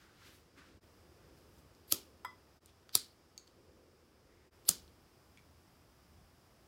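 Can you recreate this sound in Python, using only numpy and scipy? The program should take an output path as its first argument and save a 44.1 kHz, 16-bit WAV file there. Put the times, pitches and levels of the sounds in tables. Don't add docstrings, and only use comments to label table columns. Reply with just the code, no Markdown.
import sys
import numpy as np
from scipy import signal
from scipy.fft import rfft, irfft
from scipy.io import wavfile

SR = 44100
rng = np.random.default_rng(int(sys.argv[2]) if len(sys.argv) > 2 else 0)


def linear_from_db(decibels):
    return 10 ** (np.asarray(decibels, float) / 20)


def master(y):
    cut = np.clip(np.atleast_2d(y).T, -1, 1)
    pcm = np.round(cut * 32767)
    wavfile.write(sys.argv[1], SR, pcm.astype(np.int16))


N = 294147
TIME = np.arange(N) / SR

# (start [s], hiss top tilt [dB], hiss level [dB], hiss drift [dB/s], rumble level [dB])
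TAKES = [
    (0, -4, -79, -0.5, -75),
    (0.804, -1, -76.5, -0.9, -77.5),
    (2.601, -2, -78.5, -0.75, -76),
    (4.505, 0.1, -77.5, 0, -74),
]
# (frequency [Hz], density [dB/Hz])
HOUSE_SPECTRUM = [(15, -46), (25, -15), (81, 2), (108, -5.5), (130, -6), (271, -12), (295, -13),
                  (406, -24.5), (545, -33), (700, -35), (910, -53.5), (1540, -120)]
# (peak [s], level [dB], 20 dB rise [s], 20 dB fall [s])
RUMBLE_SWELLS = [(1.6, -69.5, 2.5, 1.1), (2.1, -73.5, .8, 0.77), (4.85, -72.5, .8, .8),
                 (5.96, -72, 1.7, 1.0), (6.67, -71, 1.0, 1.0)]
# (peak [s], level [dB], 20 dB rise [s], 20 dB fall [s])
DRONE_SWELLS = [(.78, -81, .6, .6), (1.35, -68.5, 2.2, 1), (2.13, -68.5, 0.94, 1.34),
                (3.699, -66.5, 0.55, 0.86), (4.801, -70.5, 1.42, .8)]
# (frequency [Hz], density [dB/Hz])
HISS_SPECTRUM = [(350, -28.5), (600, 1.5), (975, -1.5), (1250, -1), (1340, -3), (2060, -8), (2340, -8),
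                 (4240, -12.5), (5010, -5.5), (6340, -14.5), (15200, -17.5), (15800, -13), (16500, -34)]
# (peak [s], level [dB], 20 dB rise [s], 20 dB fall [s], bright top over body [dB])
CLOTH_STROKES = [
    (.02, -70.5, 0.12, 0.2, -3),
    (.272, -61, 0.15, 0.14, -5.5),
    (.35, -76, 0.089, 0.13, 8),
    (.59, -69, .04, 0.098, -24),
    (.67, -73, 0.065, .3, -8),
    (1.38, -77, .1, 0.19, 5),
    (1.59, -81, 0.098, .06, 13),
    (1.7, -92, .1, .1, -3),
]
# (peak [s], level [dB], 20 dB rise [s], 20 dB fall [s], pitch [Hz])
CLOTH_CREAKS = [
    (.03, -68.5, 0.18, .35, 1400),
    (.22, -70, 0.036, .2, 1400),
    (.28, -63, 0.052, .06, 290),
    (.58, -60, 0.026, 0.17, 1330),
    (.59, -63, 0.061, .05, 265),
    (.685, -63, .05, .06, 273),
    (1.22, -72.5, 0.084, .3, 1300),
    (2.692, -67.5, 0.046, .03, 3400),
    (4.31, -78, .06, .6, 1950),
    (4.45, -82, 0.19, .15, 1952),
]
# (time [s], peak level [dB], part, crack over ring [dB], crack centre [Hz])
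TICKS = [(1.75, -57, "guard", -1, 7000), (2.659, -55, "guard", 10.5, 6400),
         (2.6598, -49.5, "hood", 0, 11000), (2.8927, -49, "tank", 9, 4080), (2.8905, -57, "hood", -2, 8000),
         (3.378, -41, "lever", 8.5, 5800), (3.378, -59, "spring", 14, 14500), (3.38, -54, "case", 1, 7000),
         (3.472, -60, "lever", 0, 7000), (3.4745, -58, "lever", -9, 14000), (3.477, -54, "case", 2, 5050),
         (4.653, -55, "case", 3.5, 5020), (4.873, -61, "hood", -1.5, 10000),
         (4.879, -58, "guard", 7.5, 3610), (5.3737, -54, "spring", -4.5, 3400),
         (5.3738, -57.5, "nozzle", 5, 6000), (5.3825, -56, "spring", -2, 3400),
         (5.392, -57, "spring", -6, 3430)]
LIGHTER_PARTS = {"lever": (4550, 130), "guard": (4500, 500), "spring": (2300, 110), "case": (3200, 600),
                 "tank": (1350, 350), "hood": (13000, 3000), "nozzle": (3370, 200)}
# (wheel starts [s], snap [s], grind at start [dB], grind at end [dB], snap level [dB])
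STRIKES = [
    (1.874, 1.9217, -68, -34, -18),
    (2.924, 2.9514, -60, -39.5, -17.5),
    (4.653, 4.689, -68, -30, -16),
]
# (frequency [Hz], width [Hz], level in strikes 1, 2, 3 [dB])
WHEEL_MODES = [(4600, 1100, -3.5, 3, -2.5), (11730, 954, 2.5, -12, 3), (8000, 4470, -6, -8, -8),
               (13520, 2800, -10.5, -5.5, -6)]
# (frequency [Hz], width [Hz], level in strikes 1, 2, 3 as grip changes [dB])
SNAP_MODES = [(1300, 60, -16.5, -15.5, -25), (2500, 340, -12.5, -13, -25), (3717, 1200, -2.5, -2, -7),
              (4650, 630, 1, 5.5, -0.5), (5900, 700, -2.5, -4, 2), (7150, 600, -3.5, -3.5, 3),
              (8640, 900, -8.5, -6, 4.5), (10300, 460, -8, 3.5, 1.5), (10940, 800, 4, 4.5, 0),
              (13140, 710, -1.5, 0.5, -5.5), (14570, 1000, 0, -2.5, -3), (16500, 990, -6, -11.5, -12.5)]
# (frequency [Hz], width [Hz], level [dB])
GRIP_MODES = [(100, 32, -0.5), (194, 110, -1), (329.2, 77, 3.5), (578, 210, 2), (1050, 340, 1)]
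# (frequency [Hz], density [dB/Hz])
SNAP_SPREAD = [
    [(88, -37.5), (150, -11.5), (354, -1), (612, -15.5), (1420, -13.5), (1560, -25.5), (2450, -14),
     (5250, -8.5), (8900, -11.5), (14200, -4.5), (16000, -18.5)],
    [(88, -43.5), (150, -17), (315, -8.5), (759, -25.5), (923, -25.5), (1260, -16), (2920, -17),
     (4410, -1.5), (6390, -11.5), (8730, -5.5), (16000, -18.5)],
    [(88, -30), (150, -2.5), (406, -13), (888, -20), (1450, -14.5), (1900, -20.5), (3290, -14), (3620, -16),
     (4490, -7.5), (14800, -10), (16000, -16.5)],
]
# (time [s], level [dB])
JAR_TAPS = [
    (2.2475, -39),
    (2.2497, -36.5),
    (2.2565, -44),
]
# (frequency [Hz], level [dB], t60 [s])
JAR_MODES = [(910, -25, 0.018), (1003, -2.5, 0.051), (1015, -8.5, 0.07), (1134, -11, 0.23),
             (1247, -10, 0.11), (1324, 1.5, 0.02), (1993, -14.5, 0.38), (2013, -9, 0.17), (3430, -25, 0.27),
             (3280, -14, 0.053), (5040, -22.5, 0.2), (5090, -29, 0.23), (8000, -13, 0.015),
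             (13000, -13, 0.011)]
# (frequency [Hz], t60 [s])
ROOM_T60 = [(150, .25), (500, 0.31), (1500, 0.27), (3200, 0.3), (5200, 0.27), (8000, 0.21), (11000, 0.18),
            (15000, 0.11)]
# (delay [s], level [dB])
NEAR_ECHOES = [(.0045, -24), (.0085, -20.5), (.014, -24), (.021, -23)]


def rms_one(x):
    return x / np.sqrt(np.mean(x ** 2) + 1e-20)


def at_hz(points, hz):
    table = np.array(points)
    return np.interp(np.log(hz), np.log(table[:, 0]), table[:, 1])


def band(x, low_hz, high_hz):
    edges = [low_hz, min(high_hz, .47 * SR)]
    return signal.sosfilt(signal.butter(2, edges, "band", fs=SR, output="sos"), x)


def peak(x, hz, width_hz):
    r = np.exp(-np.pi * width_hz / SR)
    feedback = [1, -2 * r * np.cos(2 * np.pi * hz / SR), r * r]
    return signal.lfilter(np.array([1, 0, -1]) * (1 - r * r) / 2, feedback, x)


def drift(rate_hz):
    knots = rng.standard_normal(400)
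    return np.interp(TIME * rate_hz, np.arange(len(knots)), knots)


def coloured(spectrum, patchy_db):
    hz = np.maximum(np.fft.rfftfreq(N, 1 / SR), 1)
    noise = irfft(rfft(rng.standard_normal(N)) * linear_from_db(at_hz(spectrum, hz)), N)
    return rms_one(noise) * linear_from_db(patchy_db * drift(8))


def gritty(length, rough_db):
    return rng.standard_normal(length) * linear_from_db(rough_db * rng.standard_normal(length))


def swell(s, db, rise_s, fall_s):
    rising = (s - TIME) / max(rise_s, .01)
    falling = (TIME - s) / max(fall_s, .01)
    return linear_from_db(db - 20 * np.maximum(rising, falling))


def swelling_level(rest_db, swells):
    return np.sqrt(linear_from_db(rest_db) ** 2 + sum(swell(*row) ** 2 for row in swells))


def add(out, sound, s):
    i = round(s * SR)
    out[i:i + len(sound)] += sound[:N - i]


def take_settings():
    takes = np.array(TAKES)
    return takes[np.searchsorted(takes[:, 0], TIME, "right") - 1].T


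def house_rumble():
    rest_db = take_settings()[4]
    return linear_from_db(5.0) * swelling_level(rest_db, RUMBLE_SWELLS) * coloured(HOUSE_SPECTRUM, patchy_db=1.5)


def far_drone():
    rest_db, opening = -73.5, .5
    air = rng.standard_normal(N)
    level = swelling_level(rest_db, DRONE_SWELLS)
    upper = linear_from_db(-6) * (level / linear_from_db(rest_db)) ** opening * peak(air, 530, 110)
    lower = linear_from_db(-8.5) * peak(air, 260, 90)
    return level * rms_one(peak(air, 338, 70) - upper + lower)


def microphone_hiss():
    start, tilt_db, hiss_db, drift_db, _ = take_settings()
    hiss = coloured(HISS_SPECTRUM, patchy_db=.1)
    hiss = signal.sosfilt(signal.cheby2(12, 40, 16150, fs=SR, output="sos"), hiss)
    top = band(hiss, 7000, 18000)
    level_db = hiss_db + drift_db * (TIME - start) + 7.5
    return linear_from_db(level_db) * (hiss + (linear_from_db(tilt_db) - 1) * top)


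def cloth():
    body = rms_one(band(gritty(N, 1.2), 1070, 4800))
    top = rms_one(band(gritty(N, 1.2), 4100, 15000))
    seam = gritty(N, 1.2)
    out = np.zeros(N)
    for *shape, top_db in CLOTH_STROKES:
        out += swell(*shape) * (body + linear_from_db(top_db - 4) * top)
    for *shape, hz in CLOTH_CREAKS:
        out += swell(*shape) * rms_one(peak(seam, hz, .36 * hz))
    return out


def finger_ticks():
    out, t = np.zeros(N), np.arange(SR // 10) / SR
    for s, db, part, crack_db, crack_hz in TICKS:
        crack = rng.standard_normal(len(t)) * np.exp(-t / .0007)
        for _ in range(2):
            crack = peak(crack, crack_hz, 0.73 * crack_hz)
        ring = peak(1. * (t == 0), *LIGHTER_PARTS[part])
        ring /= np.abs(ring).max()
        crack /= np.abs(crack).max()
        add(out, linear_from_db(db) * (ring + linear_from_db(crack_db - 3) * crack), s)
    return out


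def wheel_grind(k, t, after):
    start, snap, soft_db, hard_db, _ = STRIKES[k]
    grit = gritty(len(t), 1.5)
    share = np.clip(t / (snap - start), 0, 1)
    grind = np.zeros(len(t))
    for hz, width_hz, *mode_db in WHEEL_MODES:
        rise = share ** (1.8 + .09 * hz / 1000)
        level_db = mode_db[k] + soft_db - 2.0 + (hard_db - soft_db) * rise
        grind += linear_from_db(level_db) * rms_one(peak(grit, hz, width_hz))
    grind *= np.exp(-after / .003) * np.clip(t / 0.0064, 0, 1)
    teeth = np.sin(2 * np.pi * 130 * t * (1 + 0.99 * share))
    return grind * linear_from_db(1.6 * teeth)


def snap_crack(k, after):
    burst = np.exp(-(after / 0.003) ** 4.4) + linear_from_db(-19) * np.exp(-after / 0.0026)
    burst *= np.clip(after / 0.0012, 0, 1) * np.sign(rng.standard_normal(len(after)))
    crack = np.zeros(len(after))
    for j, (hz, width_hz, *mode_db) in enumerate(SNAP_MODES):
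        sign = (-1) ** max(j, 1)
        crack += sign * linear_from_db(mode_db[k]) * rms_one(peak(burst, hz, width_hz))
    return linear_from_db(STRIKES[k][4] - 23) * crack


def thumb_thump(after):
    lag_s, thump_db = 0.00079, -42.5
    push = np.clip(after / lag_s, 0, 1) ** 2 * np.exp(-after / 0.0035) * gritty(len(after), 1.5)
    thump = np.zeros(len(after))
    for j, (hz, width_hz, db) in enumerate(GRIP_MODES):
        thump += (-1) ** j * linear_from_db(db) * rms_one(peak(push, hz, width_hz))
    return linear_from_db(thump_db - 16.5) * thump


def strikes():
    near, spread, t = np.zeros(N), np.zeros(N), np.arange(SR // 8) / SR
    for k, (start, snap, _, _, snap_db) in enumerate(STRIKES):
        after = np.maximum(t - (snap - start), 0)
        grind = wheel_grind(k, t, after)
        add(near, grind + snap_crack(k, after) + thumb_thump(after), start)
        hz = np.fft.rfftfreq(512, 1 / SR) + 1
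        pulse = np.fft.fftshift(irfft(linear_from_db(at_hz(SNAP_SPREAD[k], hz))))
        add(spread, linear_from_db(snap_db + 20.5) * pulse, snap - 256 / SR + 0.0016)
        add(spread, linear_from_db(-14) * grind, start)
    return near, spread


def gas():
    out, t = np.zeros(N), np.arange(SR // 2) / SR
    gas_db, dying_s = -52.5, 0.057
    for _, snap, *_ in STRIKES:
        rush = band(rng.standard_normal(len(t)), 6500, 15500) * np.exp(-t / dying_s)
        add(out, linear_from_db(gas_db) * rush, snap)
    return out


def glass_jar():
    out, t = np.zeros(N), np.arange(SR // 3) / SR
    hz, mode_db, t60 = np.array(JAR_MODES).T[:, :, None]
    damped_s = 2.338
    for s, db in JAR_TAPS:
        strength = linear_from_db(mode_db + rng.standard_normal(mode_db.shape))
        rings = strength * np.sin(2 * np.pi * hz * t) * linear_from_db(-60 * t / t60)
        ring = rings.sum(axis=0) * np.clip(t / 0.00083, 0, 1)
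        crack = band(rng.standard_normal(len(t)) * np.exp(-t / 0.00056), 2400, 18000)
        crack_db = -5.5 + db - JAR_TAPS[0][1]
        add(out, linear_from_db(db) * (ring + linear_from_db(crack_db) * crack), s)
    return out * np.exp(-np.maximum(TIME - damped_s, 0) / .004)


def bedroom(near, spread):
    room_db, lumps_db, lump_s = -2.0, 1.5, .0025
    t = np.arange(SR // 2) / SR
    edges = 60 * 2 ** np.arange(0, 8.6, .5)
    white = rng.standard_normal((2, len(t)))
    tail = np.zeros(len(t))
    for k, (low, high) in enumerate(zip(edges, edges[1:])):
        t60 = at_hz(ROOM_T60, np.sqrt(low * high))
        tail += band(white[k % 2], low, high) * linear_from_db(-60 * t / t60)
    lumps = np.interp(t / lump_s, np.arange(400), rng.standard_normal(400))
    tail *= np.clip(t / 0.0045, 0, 1) * linear_from_db(lumps_db * lumps)
    tail /= np.sqrt(np.sum(tail ** 2))
    out = near + signal.fftconvolve(spread, linear_from_db(room_db) * tail)[:N]
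    for delay_s, db in NEAR_ECHOES:
        add(out, linear_from_db(db) * near, delay_s)
    return out


def scene():
    background = house_rumble() + far_drone() + microphone_hiss()
    fabric = cloth()
    fingers = finger_ticks()
    near, spread = strikes()
    flames = gas()
    glass = glass_jar()
    spread = spread + linear_from_db(-8.5) * fingers + linear_from_db(-10) * glass
    room = bedroom(near + fingers + glass, spread)
    return (room + flames + fabric + background)[None]


def low_pass(x):
    return signal.sosfilt(signal.butter(12, 16820, fs=SR, output="sos"), x)


def record(dry):
    mix = signal.sosfilt(signal.butter(4, 37, "high", fs=SR, output="sos"), dry)
    mix = .44 * np.tanh(mix / .44)
    mix = signal.sosfilt(signal.cheby2(16, 50, 16800, fs=SR, output="sos"), mix)
    fade_s = 0.03
    from_join = np.min([np.abs(TIME - row[0]) for row in TAKES[1:]], axis=0)
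    mix = mix * np.clip(from_join / fade_s, .02, 1)
    return low_pass(mix)


dry = scene()
out = record(dry)
master(out)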